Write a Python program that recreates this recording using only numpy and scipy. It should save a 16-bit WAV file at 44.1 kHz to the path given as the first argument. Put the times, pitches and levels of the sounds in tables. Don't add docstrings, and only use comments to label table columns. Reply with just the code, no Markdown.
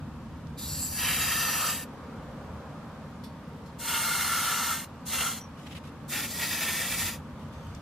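import sys
import numpy as np
from scipy import signal
from scipy.fft import rfft, irfft, next_fast_len
from scipy.io import wavfile
from scipy.ndimage import uniform_filter1d, map_coordinates

SR = 44100
rng = np.random.default_rng(int(sys.argv[2]) if len(sys.argv) > 2 else 0)


def dump_mix(stems):
    frames = np.atleast_2d(stems).T
    limited = np.clip(frames, -1, 1)
    pcm = np.round(limited * 32767).astype(np.int16)
    wavfile.write(sys.argv[1], SR, pcm)


N = 344421


def amp(db):
    return 10 ** (np.asarray(db) / 20)


def unit(x):
    return x / np.sqrt(np.mean(x ** 2) + 1e-20)


def clock():
    return np.arange(N) / SR


def along(points, hz):
    f, value = np.transpose(points)
    return np.interp(np.log(hz + 1), np.log(f + 1), value)


def level_curve(points, t):
    s, level = np.transpose(points)
    return np.interp(t, s, level)


def swells(rows, t):
    return sum(db * np.exp(-((t - s) / spread) ** 2 / 2) for s, spread, db in rows)


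def wobble(rate, t):
    knot = (t - t[0]) * rate
    return map_coordinates(rng.standard_normal(int(knot[-1]) + 4), [knot])


def filtered(x, response):
    n = x.shape[-1]
    m = next_fast_len(n + 4096)
    return irfft(rfft(x, m) * response(np.fft.rfftfreq(m, 1 / SR)), m)[..., :n]


def bell(hz, centre, width):
    return 1 / (1 + (2 * (hz - centre) / width) ** 2)


def band_unit(x, lo, hi):
    centre = x.mean(0)
    return x / np.std(filtered(centre, lambda hz: (hz > lo) & (hz < hi)))


def noise_pair(t, patchy_db):
    cells = signal.stft(rng.standard_normal((2, len(t))), nperseg=512)[2]
    field = uniform_filter1d(rng.standard_normal(cells.shape), size=3, axis=1)
    field = uniform_filter1d(field, size=22, axis=2)
    return signal.istft(cells * amp(patchy_db * unit(field)), nperseg=512)[1][:, :len(t)]


def narrow(t, pitch_hz, width_hz, phase):
    a, b = filtered(rng.standard_normal((2, len(t))), lambda hz: bell(hz, 0, width_hz * 2))
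    carrier = 2 * np.pi * np.cumsum(pitch_hz * np.ones(len(t))) / SR
    turn = carrier + np.array([[phase], [-phase]]) / 2
    return unit(a * np.cos(turn) + b * np.sin(turn))


# f/Hz, left-right likeness (-1 to 1)
COHERENCE = [(30, .965), (70, .992), (160, .988), (350, .89), (1200, .88), (2200, .45), (3500, .1),
             (8000, 0), (14000, -.3)]


def diffuse(spectrum, patchy_db):
    def mid_and_side(hz):
        turn = np.arccos(np.clip(along(COHERENCE, hz), -1, 1)) / 2
        return amp(along(spectrum, hz)) * [np.cos(turn), np.sin(turn)]

    mid, side = filtered(noise_pair(clock(), patchy_db), mid_and_side)
    return np.array([mid + side, mid - side]) / np.std(mid)


# f/Hz, level/dB
DRONE_SPECTRUM = [(12, -50), (20, -23), (75, 10), (91, 9.5), (113, 4), (130, -12), (170, -35), (290, -120)]
# t/s, level/dB
DRONE_LEVEL_CURVE = [(0, -47.5), (0.75, -43.5), (1.35, -45), (1.6, -59), (2.45, -48.2), (3.1, -57),
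                     (6.6, -59), (7.0, -46.5), (7.81, -46)]


def drone():
    t = clock()
    overtone = amp(-5) * narrow(t, 155, width_hz=21, phase=0)
    return amp(level_curve(DRONE_LEVEL_CURVE, t)) * (diffuse(DRONE_SPECTRUM, patchy_db=-1.2) + overtone)


# f/Hz, level/dB
RUMBLE_SPECTRUM = [(62, -52), (105, -5), (151, 1.5), (183, -2.5), (232, 0.5), (286, -3), (345, -12.5),
                   (380, -19), (490, -32), (840, -120)]
# t/s, level/dB
RUMBLE_LEVEL_CURVE = [(0, -43.5), (3.5, -46.5), (4.2, -47), (5.4, -48), (6.1, -44.5), (7.81, -47)]


def rumble():
    return amp(level_curve(RUMBLE_LEVEL_CURVE, clock())) * diffuse(RUMBLE_SPECTRUM, patchy_db=-0.1)


# f/Hz, level/dB, half width/Hz
HUM_TONES = [(83.1, -53, 17), (160, -52.5, 27), (221.4, -53, 16), (926, -62, 17)]


def hum():
    t = clock()
    return sum(amp(db) * narrow(t, hz, width, phase=0) for hz, db, width in HUM_TONES)


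# f/Hz, level/dB
WASH_SPECTRUM = [(190, -26), (330, -12), (400, -5.5), (518, -0.5), (692, -7), (813, -5), (896, -8),
                 (971, -5), (1200, -5.5), (2000, -17.5), (3470, -22.5), (7630, -31.5), (12800, -37),
                 (14500, -46), (15500, -60)]
# t/s, level/dB
WASH_LEVEL_CURVE = [(0, -51.5), (0.5, -52), (1.9, -47.5), (2.6, -46), (3.2, -49.5), (3.7, -50),
                    (4.95, -50.5), (7.81, -50)]


def wash():
    air = diffuse(WASH_SPECTRUM, patchy_db=1.0)
    body = filtered(air, lambda hz: 1 / (1 + (hz / 1600) ** 8))
    body_db = level_curve(WASH_LEVEL_CURVE, clock())
    treble_db = -49.0 + 0.29 * (body_db - body_db.mean())
    return amp(body_db) * body + amp(treble_db) * (air - body)


def whine():
    return amp(-77.5) * narrow(clock(), 13010, width_hz=45, phase=2.0)


def garage():
    return drone() + rumble() + hum() + wash() + whine()


# f/Hz, level/dB
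SCRAPE_SPECTRUM = [(880, -41), (1500, -10), (3000, -4.5), (3890, -11), (4410, -14), (5670, -14),
                   (13000, -20), (15000, -31)]
# f/Hz, level/dB
SCUFF_SPECTRUM = [(900, -28), (1700, -2), (2300, 0), (3500, 0), (4500, -9), (6000, -18), (9000, -30)]
# t/s, length/s, level/dB, scuff against the scrape/dB
GLOVE_STROKES = [(5.568, 0.22, -58.5, -16), (5.659, 0.015, -58.5, 9), (5.705, 0.025, -56.5, 6),
                 (5.745, 0.03, -56, 5.5), (5.832, 0.061, -59, -6), (7.37, 0.12, -65.5, -14),
                 (7.52, 0.26, -61.5, -14)]
GRIP_S, SLIP_S = 0.0099, 0.008


def glove():
    t = clock()
    scrape, scuff = np.zeros(N), np.zeros(N)
    for s, length, db, scuff_db in GLOVE_STROKES:
        rise = np.clip((t - s) / GRIP_S, 0, 1)
        stroke = amp(db) * rise * np.exp(-np.maximum(t - s - length, 0) / SLIP_S)
        scrape += stroke
        scuff += stroke * amp(scuff_db)
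    unevenness = amp(1.2 * wobble(130, t))
    scrape_sound = scrape * diffuse(SCRAPE_SPECTRUM, patchy_db=4.5)
    scuff_sound = scuff * diffuse(SCUFF_SPECTRUM, patchy_db=0.5)
    return unevenness * (scrape_sound + scuff_sound)


# f/Hz, level touched on the wall/dB, level touched on the rim/dB, t60/s
CAN_MODES = [(1910, -1, -14, 0.12), (3460, 0.5, -13, 0.25), (4167, -12, -1, 0.4), (4525, 0.5, -14, 0.32),
             (5350, 1, -1, 0.23), (5680, -8, -10, 0.19), (6089, -11, -12, 0.2), (7284, -12, 1, 0.1),
             (8245, -3, -12, .15)]
# t/s, level/dB, centre f/Hz, t60/s, ring level against the tick/dB,
# place touched (0 wall to 1 rim), treble level/dB
NOZZLE_TICKS = [(0.470, -48, 4400, 0.018, -26, 0, -30), (3.235, -46, 3900, 0.15, -10, 0, -8),
                (3.657, -55, 4800, .16, -8, 1, -9), (5.064, -43, 6000, .05, -18, 0, -10),
                (7.408, -54, 2600, .09, -20, 0, -22), (7.535, -57, 4400, 0.11, -17, 0, -16),
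                (7.668, -55, 10000, .03, -20, 0, -17), (7.748, -44, 5660, 0.033, -22, 0, -28)]


def ticks():
    out = np.zeros((2, N))
    age = np.arange(SR // 4) / SR
    for s, db, centre, t60, ring_db, rim, treble_db in NOZZLE_TICKS:
        def colour(hz):
            main = bell(hz, centre, centre * 0.68) * hz / (hz + 900)
            return main + amp(treble_db) * bell(hz, 11400, 4000)

        tick = unit(filtered(rng.standard_normal((2, len(age))), colour))
        phases = rng.uniform(0, 2 * np.pi, (len(CAN_MODES), 1, 1)) + rng.normal(0, 0.45, (len(CAN_MODES), 2, 1))
        ring = np.zeros((2, len(age)))
        for (hz, wall_db, rim_db, mode_t60), phase in zip(CAN_MODES, phases):
            mode_db = wall_db + rim * (rim_db - wall_db) - 60 * age / mode_t60
            ring += amp(mode_db) * np.sin(2 * np.pi * hz * age + phase)
        onset = 1 - np.exp(-age / (0.028 * t60))
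        sound = amp(db) * onset * (tick * amp(-60 * age / t60) + amp(ring_db) * ring)
        place = out[:, round(s * SR):][:, :len(age)]
        place += sound[:, :place.shape[1]]
    return out


ATTACK_S = 0.021
# t/s, spread/s, f/Hz, half width/Hz, level/dB, phase between ports/rad
VALVE_WHISTLES = [(0.63, 0.04, 3830, 281, -47, 1.0), (0.73, 0.085, 4500, 430, -44, 0.83),
                  (0.72, 0.053, 5630, 120, -48.5, 0.6), (0.838, 0.023, 7630, 290, -33.5, 1),
                  (0.73, 0.078, 7500, 420, -44, 1.2), (5.42, 0.03, 5770, 90, -53, 1.06),
                  (6.14, 0.033, 7880, 161, -43, 2.8)]


def whistles():
    t = clock()
    out = np.zeros((2, N))
    for s, spread, hz, width, db, phase in VALVE_WHISTLES:
        cracks = max(press[0] for press in VALVE_PRESSES if press[0] < s + spread)
        opened = np.clip((t - cracks) / ATTACK_S + 1, 0, 1)
        swell = np.exp(-((t - s) / spread) ** 2 / 2) * opened
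        out += amp(db) * swell * narrow(t, hz, width, phase)
    return out


CRACK_DB, SEAT_DB = -10, -12
# t/s, spread/s, flow level/dB
FINGER_FALTERS = [(0.83, 0.024, 1.5), (0.912, 0.031, -4), (3.85, 0.025, -1.5), (5.11, 0.025, 1),
                  (6.15, 0.018, 0), (6.3, 0.071, -5), (7.135, 0.018, -1)]


def valve(t, cracks, full, eases, shuts, empties):
    flow_db = np.interp(t, [cracks, full, eases, shuts], [CRACK_DB, 0, 0, SEAT_DB])
    flow_db = flow_db + swells(FINGER_FALTERS, t)
    filling = np.clip((t - cracks) / ATTACK_S + .5, 0, 1)
    emptying = amp(-40 * np.maximum(t - shuts, 0) / empties)
    return flow_db, filling * emptying


FIRST_BOUNCE_S = 0.003


def near_walls(source, t, t60, drift, count=5):
    age = np.arange(SR // 20) / SR
    decay = amp(-60 * age / t60) * (age > FIRST_BOUNCE_S)
    paths = rng.standard_normal((count, 2, len(age))) * decay
    paths /= np.linalg.norm(paths, axis=2, keepdims=True)
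    weights = np.array([wobble(drift, t) for _ in range(count)])
    weights /= np.linalg.norm(weights, axis=0)
    bounced = signal.fftconvolve(source[None, None], paths, axes=2)[..., :len(t)]
    return (weights[:, None] * bounced).sum(0)


WANDER_RATE, WANDER_SHARE, SWAY_SHARE = 6.01, 0.0048, 0.12


def wandering(modes, hz, when):
    def vary(share):
        return 1 + share * wobble(WANDER_RATE, when)

    return sum(db * vary(SWAY_SHARE) * bell(hz, centre * vary(WANDER_SHARE), width)
               for centre, width, db in modes)


# t/s, spread/s, f/Hz, glide/(Hz/s), width/Hz, common level/dB, opposed level/dB
PASSING_BANDS = [(0.8, 0.11, 5400, 0, 300, -21, -10), (0.75, 0.16, 6130, 0, 450, -7, -7),
                 (0.86, 0.056, 3450, 0, 250, -6, 0), (0.76, 0.15, 12000, 2, 2500, 0.5, 2),
                 (0.78, 0.13, 11030, 2, 220, 3, 9), (0.75, 0.15, 13300, 0, 900, -2, -6),
                 (0.75, 0.15, 9300, 0, 700, -3.5, -6), (1.14, 0.12, 2200, 0, 700, 4, -8),
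                 (1.22, 0.22, 12180, -6000, 450, -1.5, 5), (3.9, 0.23, 8500, 400, 300, 6, 0),
                 (3.962, 0.06, 2820, 0, 200, 4.5, 0), (4.68, 0.08, 2850, 0, 800, -2, -13),
                 (5.2, 0.02, 2810, -7, 220, 9, 0), (6.146, 0.032, 2120, 0, 280, 3, 0),
                 (6.33, 0.057, 4240, 0, 1600, 0.5, -3), (6.448, 0.017, 4500, 0, 900, 8, 2),
                 (6.503, 0.14, 1870, -3, 350, 2.5, -11), (6.507, 0.066, 10950, 0, 450, 6, -3),
                 (6.83, 0.04, 1930, 0, 250, 7.5, 0), (6.78, 0.09, 8300, 0, 250, 10, 1),
                 (6.95, 0.21, 10550, 400, 380, 4, 0)]


def turbulence(t, colour, gaps, across, drift, share, echo):
    colour = np.array(colour)
    direct, stray = noise_pair(t, patchy_db=0.8)
    bounced = near_walls(direct, t, t60=0.034, drift=drift)
    pair = np.array([unit(direct + echo * bounced[0]), unit(bounced[1] + 0.67 * stray)])
    hz, when, cells = signal.stft(pair, SR, nperseg=1024, noverlap=768)
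    hz, when = hz[:, None], when + t[0]
    common_db = along(colour[:, [0, 1]], hz) + wandering(gaps, hz, when)
    opposed_db = along(colour[:, [0, 2]], hz) + wandering(across, hz, when)
    for s, spread, centre, glide, width, common_lift, opposed_lift in PASSING_BANDS:
        passing = np.exp(-((when - s) / spread) ** 2 / 2)
        band = passing * bell(hz, centre + glide * (when - s), width)
        common_db = common_db + common_lift * band
        opposed_db = opposed_db + opposed_lift * band
    cells = cells * amp([common_db, opposed_db]) * share(hz)
    mid, side = signal.istft(cells, nperseg=1024, noverlap=768)[1][:, :len(t)]
    return np.array([mid + side, mid - side])


SPLASH_GROWS = 1.09
GAS_ONLY_DB, WETTING_S = -12, 0.026
SAG_HZ_PER_S = 75
BODY_GROWS = 0.17
HOLLOW_SPUTTER_DB, HOLLOW_SPUTTER_RATE = 3, 55
# t/s, spread/s, splash level/dB
JET_GLANCES = [(1.08, 0.056, 2.5), (3.95, 0.019, 1.5), (5.135, 0.025, 1), (5.2, 0.016, 1),
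               (6.15, 0.024, 3.5), (6.235, 0.012, 0.5), (6.34, 0.038, -6.5), (6.44, 0.017, 2),
               (6.68, 0.035, 2.5), (6.77, 0.033, -2), (6.838, 0.013, 2.5), (6.90, 0.0095, -3.5),
               (7.0, 0.029, -4)]


def burst(press, aim, colour, gaps, across, jet_db, splash_db, split_hz, sputter_db, drift):
    cracks, wets, full, eases, shuts, empties = press
    aimed, leaves, pitch_hz, hollow_db, off_aim, width_hz = aim
    now = clock()
    pressed = (now >= cracks - ATTACK_S) & (now <= shuts + 2 * empties)
    t = now[pressed]
    flow_db, gate = valve(t, cracks, full, eases, shuts, empties)
    dryness = (1 - np.tanh((t - wets) / WETTING_S / 2)) / 2
    hollow_lift = hollow_db - off_aim * np.abs(np.minimum(t, shuts) - aimed)

    def low(hz):
        return 1 / (1 + (hz / split_hz) ** 20)

    def jet_share(hz):
        return np.sqrt(1 - low(hz))

    def splash_share(hz):
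        return np.sqrt(low(hz)) * hz ** 2 / (hz ** 2 + 330 ** 2)

    jet = band_unit(turbulence(t, colour, gaps, across, drift, jet_share, echo=0.61), 6500, 14500)
    splash = band_unit(turbulence(t, colour, gaps, across, drift, splash_share, echo=0.59), 1550, 3300)
    hollow = narrow(t, pitch_hz - SAG_HZ_PER_S * (t - aimed), width_hz, phase=0)
    spurts = amp(HOLLOW_SPUTTER_DB * np.tanh(wobble(HOLLOW_SPUTTER_RATE, t)))
    in_reach = (1 - np.tanh((t - leaves) / WETTING_S)) / 2
    hollow = hollow * spurts * in_reach * amp(hollow_lift)
    body = filtered(splash, lambda hz: 1 / (1 + (hz / 1350) ** 8))
    depth_db = hollow_lift - np.average(hollow_lift, weights=gate)
    splash = splash + body * (amp(BODY_GROWS * depth_db) - 1)
    slugs = sputter_db * (wobble(44.2, t) + 0.59 * wobble(260, t))
    impact_db = splash_db + SPLASH_GROWS * flow_db + GAS_ONLY_DB * dryness + swells(JET_GLANCES, t)
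    sound = jet * amp(jet_db + flow_db + slugs / 2)
    sound += (splash + hollow) * amp(impact_db + slugs)
    out = np.zeros((2, N))
    out[:, pressed] = sound * gate
    return out


# valve cracks t/s, liquid arrives t/s, fully open t/s, finger eases t/s,
# valve shuts t/s, time for the emptying straw to fall 40 dB/s
VALVE_PRESSES = [(0.583, 0.955, 1.05, 1.70, 1.835, 0.051), (3.793, 3.80, 3.885, 4.725, 4.845, 0.055),
                 (5.061, 5.075, 5.15, 5.265, 5.385, 0.095), (6.087, 6.10, 6.135, 7.07, 7.16, 0.07)]
# best aim t/s, leaves it t/s, f/Hz,
# level against the splash/dB, loss off aim/(dB/s), half width/Hz
HOLLOW_CROSSINGS = [(1.619, 1.75, 1282, 0.5, 25, 115), (4.42, 4.807, 1366, 2.6, 9.5, 60),
                    (5.26, 5.343, 1360, 4, 128, 60), (6.698, 7.12, 1355, -11.5, -1, 67)]
# f/Hz, level common to both ports/dB, level opposed between them/dB
AIM_1_COLOUR = [(500, -6.5, -17), (980, -1, -11), (1470, -6, -13), (2620, -0.5, -40), (3820, -9.5, -15.5),
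                (5500, -16.5, -6.5), (8000, -19, -6.5), (10950, -6.5, -1), (13900, -5, 1.5),
                (15500, -19, -11)]
AIM_2_COLOUR = [(580, -6, -19), (920, 3.5, -8), (1530, 1.5, -33), (2630, -10, -20), (4000, -1.5, -27),
                (5500, -2.5, -5.5), (8000, -5.5, 0.5), (11000, -8.5, -4), (13960, -6.5, -4.5),
                (15400, -24, -2)]
AIM_3_COLOUR = [(560, -5.5, -15), (920, 2, -10), (1510, 1, -19), (2600, -9.5, -39), (4000, -4.5, -16),
                (5500, -5, -6), (8000, -5.5, -0.5), (11000, -6.5, -11), (13800, -6.5, 3), (15500, -26, -8)]
AIM_4_COLOUR = [(560, -0.5, -21), (880, 0.5, -13), (1520, -6.5, -23), (2610, -5, -21), (3940, 0, -7.5),
                (5500, -0.5, -3.5), (8000, -3, -2), (11000, -4, 2.5), (13800, -2.5, 0), (15500, -9, -6)]
# f/Hz, width/Hz, mean lift/dB
AIM_1_GAPS = [(1780, 180, 14), (2755, 170, 8.5), (3155, 300, 6.5), (3870, 150, 11), (4530, 520, 11.5),
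              (4950, 380, 15), (5720, 260, 12.5), (6100, 490, 12.5), (6760, 520, 14.5), (7500, 310, 15),
              (7870, 450, 15), (8560, 450, 14), (9420, 400, 9.5), (10160, 400, 10.5), (11250, 250, 3),
              (12300, 570, 7.5), (13000, 200, 4), (14450, 400, 5)]
AIM_2_GAPS = [(1745, 61, 8.9), (2130, 260, 10.3), (2784, 140, 7), (2930, 810, 9.9), (3460, 150, 4.5),
              (4230, 100, 10), (6420, 560, 4.5), (7350, 660, 5), (8820, 320, 9.9), (9140, 180, 6),
              (10550, 300, 6.3), (10900, 220, 8.1), (11500, 200, 5), (11940, 200, 6.2), (12750, 750, 6.3),
              (14140, 300, 8)]
AIM_3_GAPS = [(2120, 430, 10), (2800, 170, 11.7), (3270, 730, 9.8), (4210, 150, 11), (5460, 120, 6),
              (6340, 350, 8.6), (7110, 290, 8.8), (8860, 80, 6.4), (9100, 130, 7.8), (9920, 90, 6.3),
              (11000, 300, 7), (13270, 600, 4.5)]
AIM_4_GAPS = [(1860, 350, 15.2), (2326, 180, 10), (2626, 220, 12.2), (3520, 500, 6), (4830, 200, 6),
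              (5800, 160, 6.1), (6290, 100, 4.9), (6850, 120, 6.6), (7400, 170, 6.1), (8100, 140, 5),
              (9000, 140, 3.4), (9550, 90, 6), (10550, 570, 5), (12200, 600, 5.4)]
# f/Hz, width/Hz, mean lift/dB
AIM_1_ACROSS = [(3750, 200, 11), (4170, 200, 8), (5230, 100, 9), (7000, 600, 9), (7600, 600, 4),
                (8620, 440, 8), (9310, 420, 6), (10150, 130, 9), (13000, 150, 11)]
AIM_2_ACROSS = [(4420, 300, 20), (5110, 300, 8), (5900, 310, 4.5), (8000, 120, 6), (9930, 200, 8),
                (12300, 600, 12.5), (13440, 130, 8), (13960, 120, 12)]
AIM_3_ACROSS = [(5100, 200, 8), (6040, 300, 8.3), (8050, 190, 10), (9850, 600, 11), (11110, 170, 11),
                (11570, 200, 14), (12440, 150, 10)]
AIM_4_ACROSS = [(3100, 600, 9), (6360, 90, 5), (6970, 110, 5), (11450, 120, 4)]


def spray():
    first = burst(VALVE_PRESSES[0], HOLLOW_CROSSINGS[0], AIM_1_COLOUR, AIM_1_GAPS, AIM_1_ACROSS,
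                  jet_db=-35.5, splash_db=-35.5, split_hz=4120, sputter_db=1.04, drift=2.17)
    second = burst(VALVE_PRESSES[1], HOLLOW_CROSSINGS[1], AIM_2_COLOUR, AIM_2_GAPS, AIM_2_ACROSS,
                   jet_db=-36, splash_db=-36.5, split_hz=3700, sputter_db=0.4, drift=2.98)
    third = burst(VALVE_PRESSES[2], HOLLOW_CROSSINGS[2], AIM_3_COLOUR, AIM_3_GAPS, AIM_3_ACROSS,
                  jet_db=-36.5, splash_db=-37.0, split_hz=3600, sputter_db=1.7, drift=4.8)
    fourth = burst(VALVE_PRESSES[3], HOLLOW_CROSSINGS[3], AIM_4_COLOUR, AIM_4_GAPS, AIM_4_ACROSS,
                   jet_db=-37.5, splash_db=-36.5, split_hz=3460, sputter_db=1.54, drift=7.47)
    return first + second + third + fourth


def scene():
    can = glove() + ticks() + whistles() + spray()
    balance_db = [[.1], [-.1]]
    return garage() + can * amp(balance_db)


TOP_HZ = 15650


def record(dry):
    return filtered(dry, lambda hz: 1 / (1 + (hz / TOP_HZ) ** 300))


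dry = scene()
out = record(dry)
dump_mix(out)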